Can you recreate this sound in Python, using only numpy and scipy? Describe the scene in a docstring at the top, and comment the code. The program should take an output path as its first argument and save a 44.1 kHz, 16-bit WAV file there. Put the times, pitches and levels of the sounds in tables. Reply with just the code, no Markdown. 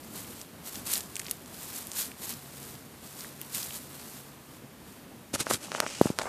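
"""A quiet garden: a large snake slides off a rock border into dry wood-chip mulch.
Chips and dry grass rustle in slow surges under its scales and single splinters snap,
over a low murmur of far traffic and open air. A distant engine hums for a while.
Near the end a hand-held camera is lowered: fingers rub, bump and tick on its case."""
import sys
import numpy as np
from scipy import signal
from scipy.fft import rfft, irfft, next_fast_len
from scipy.io import wavfile

SR = 44100
rng = np.random.default_rng(int(sys.argv[2]) if len(sys.argv) > 2 else 0)


def wav_record(signal):
    """Record a signal, one row per channel, as 16-bit PCM in the file named by sys.argv[1]."""
    frames = np.transpose(np.atleast_2d(signal))
    bounded = np.clip(frames, -1, 1)
    # unit amplitude maps onto the largest positive 16-bit level
    quanta = np.round(bounded * 32767).astype(np.int16)
    wavfile.write(sys.argv[1], SR, quanta)


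N = 277124
TIME = np.arange(N) / SR


def from_db(db):
    """Decibels to gain."""
    return 10 ** (np.asarray(db) / 20)


def rms_one(x):
    """Scale to unit power."""
    return x / np.sqrt(np.mean(x ** 2) + 1e-20)


def cut(x, hz, kind, order=2):
    """Butterworth low- or high-pass."""
    return signal.sosfilt(signal.butter(order, np.clip(hz, 10, SR * 9 / 20), kind, fs=SR, output="sos"), x)


def coloured(x, spectrum):
    """Shape a flat sound with an EQ curve of (freq_hz, gain_db) points; rms 1."""
    hz, db = np.transpose(spectrum)
    size = next_fast_len(N)
    bins = np.maximum(np.fft.rfftfreq(size, 1 / SR), 1)
    gain = from_db(np.interp(np.log(bins), np.log(hz), db))
    return rms_one(irfft(rfft(x, size) * gain, size)[:N])


def drift(rate_hz):
    """Random modulation: noise low-passed at rate_hz (10 or more); rms 1."""
    return rms_one(cut(rng.standard_normal(N + SR), rate_hz, "low")[SR:])


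def ring(x, hz, t60):
    """One mode: a unit click sets a sine of height 1 ringing."""
    r, w = from_db(-60 / (t60 * SR)), 2 * np.pi * hz / SR
    return signal.lfilter([0, np.sin(w)], [1, -2 * r * np.cos(w), r * r], x + 1e-18)


def resonate(x, modes):
    """Pass a sound through broad resonances in parallel."""
    return sum(from_db(db) * signal.lfilter(*signal.iirpeak(hz, hz / width, fs=SR), x)
               for hz, width, db in modes)


def add(track, s, sound, peak_db):
    """Lay a short sound into a track at its time and peak level."""
    start = int(s * SR)
    track[start:start + len(sound)] += (from_db(peak_db) * sound / np.abs(sound).max())[:N - start]


def air(trim_db=1.0, waver_db=1.5):
    """Far traffic and open air: a murmur with wavering lows and a steady top."""
    # colour of the murmur: freq_hz, gain_db
    murmur_eq = [(25, -30), (45, -15.5), (80, -5.5), (140, -5), (230, -1), (360, -7), (560, -11.5),
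                 (1000, -15.5), (2000, -19.5), (5500, -26), (14000, -25)]
    # swell of the murmur, before the trim: time_s, level_db
    swell = [(0, -48.5), (.8, -48), (1.7, -49.5), (2.6, -50.5), (4.3, -51), (5.2, -50.5)]
    swell_db = np.interp(TIME, *np.transpose(swell))
    noise = coloured(rng.standard_normal(N), murmur_eq)
    low = cut(noise, 900, "low", order=1)
    top = (noise - low) * from_db(np.median(swell_db))
    return from_db(trim_db) * (low * from_db(swell_db + waver_db * drift(10)) + top)


def sliding(creep_db=-60, creep_fade_s=(3.4, 4.5), drop_db=10.5, roundness=1.27):
    """The snake's push as a level envelope in dB: overlapping surges on a faint creep that dies away."""
    # surges over dry litter: crest_s, level_db, rise_s, fall_s
    surges = [(0.162, -42, 0.035, 0.11), (0.415, -48, 0.53, 0.033), (0.675, -39, 0.034, 0.03),
              (0.751, -42.5, 0.047, 0.092), (0.872, -35.5, 0.015, .045), (0.935, -31, 0.038, 0.059),
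              (1.325, -48, 0.52, 0.071), (1.633, -43, .15, 0.13), (1.76, -40, 0.086, 0.12),
              (1.998, -32, 0.057, 0.066), (2.25, -39.5, 0.054, 0.11), (2.299, -39, 0.0127, 0.046),
              (2.7, -47, .42, 0.11), (3.07, -48, 0.055, 0.064), (3.22, -44, 0.12, 0.09),
              (3.43, -50, 0.075, .1), (3.557, -36, 0.039, 0.17), (3.756, -40, 0.042, 0.029),
              (4.162, -48.5, 1, 0.16), (4.57, -54.5, 0.2, .027), (4.893, -55, 0.062, 0.14)]
    power = (from_db(creep_db) * np.interp(TIME, creep_fade_s, [1, 0])) ** 2 + 1e-9
    for crest, db, rise, fall in surges:
        away = np.maximum((crest - TIME) / rise, (TIME - crest) / fall)   # in rise or fall times
        near = away < 4
        power[near] += from_db(db - drop_db * away[near] ** roundness) ** 2
    return 10 * np.log10(power)


def crackle(per_s, spread_db, cycles, chip_sizes=14):
    """Tiny stick-slip releases, each ringing for a few cycles at the pitch of its chip; rms 1."""
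    strengths = from_db(spread_db * np.minimum(rng.exponential(1, N), 5)) * rng.choice([-1, 1], N)
    clicks = strengths * (rng.random(N) < per_s / SR)
    chip = rng.integers(0, chip_sizes, N)
    pitches = np.geomspace(1800, 13500, chip_sizes)
    return rms_one(sum(ring(clicks * (chip == k), hz, cycles / hz) * hz for k, hz in enumerate(pitches)))


def rustle(slide_db, usual_db=-45, hiss_db=-0.5, grain_db=-3.0, grains_per_s=1600, flutter_db=1.14):
    """Scales slide over dry litter: fine friction hiss, with more grains the harder the push."""
    # colour of the dry surface: freq_hz, gain_db
    litter_eq = [(400, -19), (1000, -6), (1800, -6.5), (2800, -6.5), (4400, -3.5), (5800, -4), (7800, 0),
                 (11000, -1), (14500, 0.5)]
    push = from_db(slide_db - usual_db)
    hiss = coloured(rng.standard_normal(N), litter_eq)
    grains = coloured(crackle(grains_per_s * np.sqrt(push), spread_db=1.0, cycles=3.4), litter_eq)
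    surface = cut(from_db(hiss_db) * hiss + from_db(grain_db) * grains, 1800, "high")
    sound = from_db(slide_db) * surface + crunch(slide_db)
    return sound * from_db(flutter_db * drift(47))


def crunch(slide_db, level_db=-51, at_slide_db=-41, follows=0.59, grit_db=2.1):
    """Deeper chips grind against each other, duller under their cover, partly following the surges."""
    # colour of the buried chips: freq_hz, gain_db
    buried_eq = [(100, -27), (300, 0), (1100, 4), (2200, -3), (4500, -4), (12000, -32)]
    grinding = rng.standard_normal(N) * from_db(grit_db * drift(290))
    return from_db(level_db + follows * (slide_db - at_slide_db)) * coloured(grinding, buried_eq)


def small_snaps(slide_db, usual_db=-45, per_s=16, level_db=-33.5, spread_db=5.5, follows=0.45, count=600):
    """Cues for snaps(): strained splinters give way at random, more often and louder in a surge."""
    when, luck, size = rng.random((count, 3)).T
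    push_db = slide_db[(when * N).astype(int)] - usual_db
    peak_db = level_db + follows * push_db + spread_db * rng.standard_normal(count)
    pitch_hz = 2780 * (11000 / 2780) ** size
    knock_db = np.zeros(count)
    cues = np.column_stack([when * N / SR, peak_db, pitch_hz, knock_db])
    breaks = luck < per_s * from_db(push_db) * N / SR / count
    return cues[breaks].tolist()


def snaps(slide_db, crack=0.04, settle_db=-25, settle_s=0.0032, wood_hz=2600, wood_db=-16, cycles=6):
    """A splinter breaks with a sharp crack, it and its chip ring briefly, and the chips around settle."""
    # featured splinters: start_s, peak_db, pitch_hz, knock_db (the chip's knock, relative to wood_db)
    splinters = [(0.415, -21.5, 6900, 1), (0.7564, -22, 6360, 0.5), (0.9368, -5, 9600, -16),
                 (0.956, -16, 4760, -23), (0.9788, -11, 10000, -19), (1.007, -18.5, 7740, -25),
                 (1.1561, -16, 7750, -19), (1.1665, -15, 8240, 11), (1.1953, -15, 8100, -14),
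                 (1.198, -15.5, 7650, 13), (1.2165, -22.5, 10400, 12), (1.2566, -32, 2900, 1),
                 (1.2836, -27, 5000, 21), (1.2974, -24, 7500, -12), (1.3118, -6, 10600, -30),
                 (1.8706, -19, 11300, -9), (1.917, -18, 7400, -20), (2.1168, -31.5, 2700, -1.5),
                 (2.2939, -17, 10400, -21), (3.2462, -31, 1690, -8), (3.4153, -14.5, 13400, 2),
                 (3.5482, -11, 9900, -12), (3.63, -17.5, 6020, -7)]
    out, t = np.zeros(N), TIME[:SR // 20]
    for s, peak_db, hz, knock_db in splinters + small_snaps(slide_db):
        force = (t == 0) + from_db(settle_db) * rng.standard_normal(len(t)) * np.exp(-t / settle_s)
        knock = from_db(knock_db + wood_db) * ring(force, wood_hz * rng.uniform(0.54, 1.14), t60=0.002)
        snap = ring(force, hz, cycles / hz) + knock + crack * force
        add(out, s, cut(snap, min(hz / 2, 2200), "high", order=3), peak_db)
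    return out


def engine_hum(hz=139.0, wobble_hz=0.45, level_db=-60, waver_db=4.0, hold_s=(2.42, 4.7), fade_s=0.33):
    """A far engine fades in, holds one low, slightly unsteady note and fades out."""
    swell = np.clip(1 + np.minimum(TIME - hold_s[0], hold_s[1] - TIME) / fade_s, 0, 1)
    phase = 2 * np.pi * np.cumsum(hz + wobble_hz * drift(10)) / SR
    return swell * from_db(level_db + waver_db * drift(10)) * np.sqrt(2) * np.sin(phase)


def finger_rubs(grit_db=2.5, slip_db=4.5, taper=1.52):
    """Skin slides on the case: a hiss, hollow under a cupped finger, and a judder that rings the shell."""
    # finger strokes: start_s, length_s, hiss_db, edge_hz, judder_db, hollowness (0-1)
    strokes = [(5.3352, 0.027, -24.5, 11000, -32, 0.3), (5.38, 0.058, -29, 10100, -45, 0.3),
               (5.401, 0.012, -28, 10900, -46.5, 0), (5.456, 0.041, -37.5, 11000, -44, 0.6),
               (5.497, 0.022, -30, 12000, -31.5, 0), (5.503, 0.063, -25.5, 10800, -50, 0.06),
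               (5.595, 0.095, -39, 12000, -45, 0.44), (5.698, 0.13, -36, 9450, -42, 0.74),
               (5.821, 0.031, -50, 9500, -36.5, 0), (5.831, 0.19, -35.5, 9100, -52.5, 0.67),
               (5.992, 0.14, -35.5, 10600, -45.5, 0.38), (6.188, 0.015, -32, 5600, -38, 0),
               (6.215, 0.0061, -36, 7100, -24.5, 0), (6.162, 0.12, -40.5, 8360, -44.5, 0),
               (6.249, 0.05, -49, 8000, -33, 0)]
    # colour of skin friction: freq_hz, gain_db
    skin_eq = [(40, -10), (110, 15), (280, 13), (700, 3), (1300, 6), (2600, 1), (3800, 4.5), (5500, 4),
               (8000, 8), (11000, 7.5), (15000, 3.5)]
    # resonances of the gap under a cupped finger: centre_hz, width_hz, gain_db
    gap_modes = [(2700, 780, 7.5), (5400, 2100, 0.5)]
    # resonances of the shell under a juddering finger: centre_hz, width_hz, gain_db
    shell_modes = [(590, 97, 3.5), (825, 220, 1), (1290, 390, 0)]
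    hiss = coloured(rng.standard_normal(N), skin_eq) * from_db(grit_db * drift(134))
    cupped = resonate(hiss, gap_modes)
    slips = rng.standard_normal(N) * from_db(slip_db * drift(70))
    judder = rms_one(cut(resonate(slips, shell_modes), 1330, "low"))
    out = np.zeros(N)
    for start, length, hiss_db, edge_hz, judder_db, hollowness in strokes:
        on = (TIME > start - length) & (TIME < start + 2 * length)
        # pressure builds to the middle of the stroke and eases off again
        pressure = np.exp(-(2 * (TIME[on] - start) / length - 1) ** 2 * taper)
        friction = cut(hiss[on] + hollowness * (cupped[on] - hiss[on]), edge_hz, "low", order=3)
        out[on] += pressure * (from_db(hiss_db) * friction + from_db(judder_db) * judder[on])
    return out


def finger_bumps(port_hz=200, leak_hz=55, skin_hz=1100, scuff_db=-20, scuff_s=0.011):
    """A fingertip lands with a scuff; the microphone's bass cut turns its soft pulse into a thump."""
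    # fingertip landings by the microphone: start_s, peak_db, sharpness_hz
    landings = [(5.339, -25.5, 299), (5.5021, -29, 260), (6.013, -3.2, 460), (6.0566, -14.5, 230),
                (6.102, -18, 210)]
    out, t = np.zeros(N), TIME[:SR // 10]
    for s, peak_db, sharpness_hz in landings:
        pulse = cut(cut(signal.unit_impulse(len(t)), sharpness_hz, "low"), skin_hz, "low")
        thump = -cut(cut(pulse, port_hz, "high"), leak_hz, "high")
        scuff = rng.standard_normal(len(t)) * np.exp(-t / scuff_s)
        add(out, s, thump, peak_db)
        add(out, s, scuff, peak_db + scuff_db)
    return out


def case_ticks(bass_cut_hz=260, rebound=0.33, rebound_s=0.00027):
    """The case gives under the grip and springs back; softer contacts reach only its low modes."""
    # flexes of the case: start_s, peak_db, sharpness_hz
    flexes = [(5.4681, -16, 1460), (5.5109, -10, 1020), (5.7185, -14.5, 4400), (5.7496, -14.5, 1700),
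              (5.8028, 0.5, 9000), (5.8228, -28, 1200), (5.865, -15.5, 2510), (6.0704, -24.5, 1200),
              (6.1883, -5, 7300), (6.1958, -22, 1200), (6.2154, -18, 3000), (6.2564, -20.5, 900)]
    # modes of the case: pitch_hz, gain_db, t60_s
    case_modes = [(262, -32.5, 0.02), (656, -32, 0.024), (1430, -21.5, 0.0033), (2130, -25, 0.0015),
                  (4780, -24, 0.0024)]
    out, size = np.zeros(N), SR // 20
    force = signal.unit_impulse(size) - rebound * signal.unit_impulse(size, round(rebound_s * SR))
    for s, peak_db, sharpness_hz in flexes:
        body = sum(ring(force, hz, t60) * from_db(db + rng.standard_normal()) for hz, db, t60 in case_modes)
        tick = cut(body + force, sharpness_hz, "low")
        add(out, s, -cut(tick, bass_cut_hz, "high"), peak_db)
    return out


def scene():
    """Garden bed, camera handling and the snake in the mulch, the same in both channels."""
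    slide_db = sliding()
    garden = air() + engine_hum()
    handling = finger_rubs() + case_ticks() + finger_bumps()
    mulch = rustle(slide_db) + snaps(slide_db)
    sound = garden + handling + mulch
    return np.array([sound, sound])


def record(dry, cutoff_hz=14500):
    """A steep low-pass takes off the very top."""
    return signal.sosfilt(signal.ellip(10, .1, 70, cutoff_hz, fs=SR, output="sos"), dry)


dry = scene()
out = record(dry)
wav_record(out)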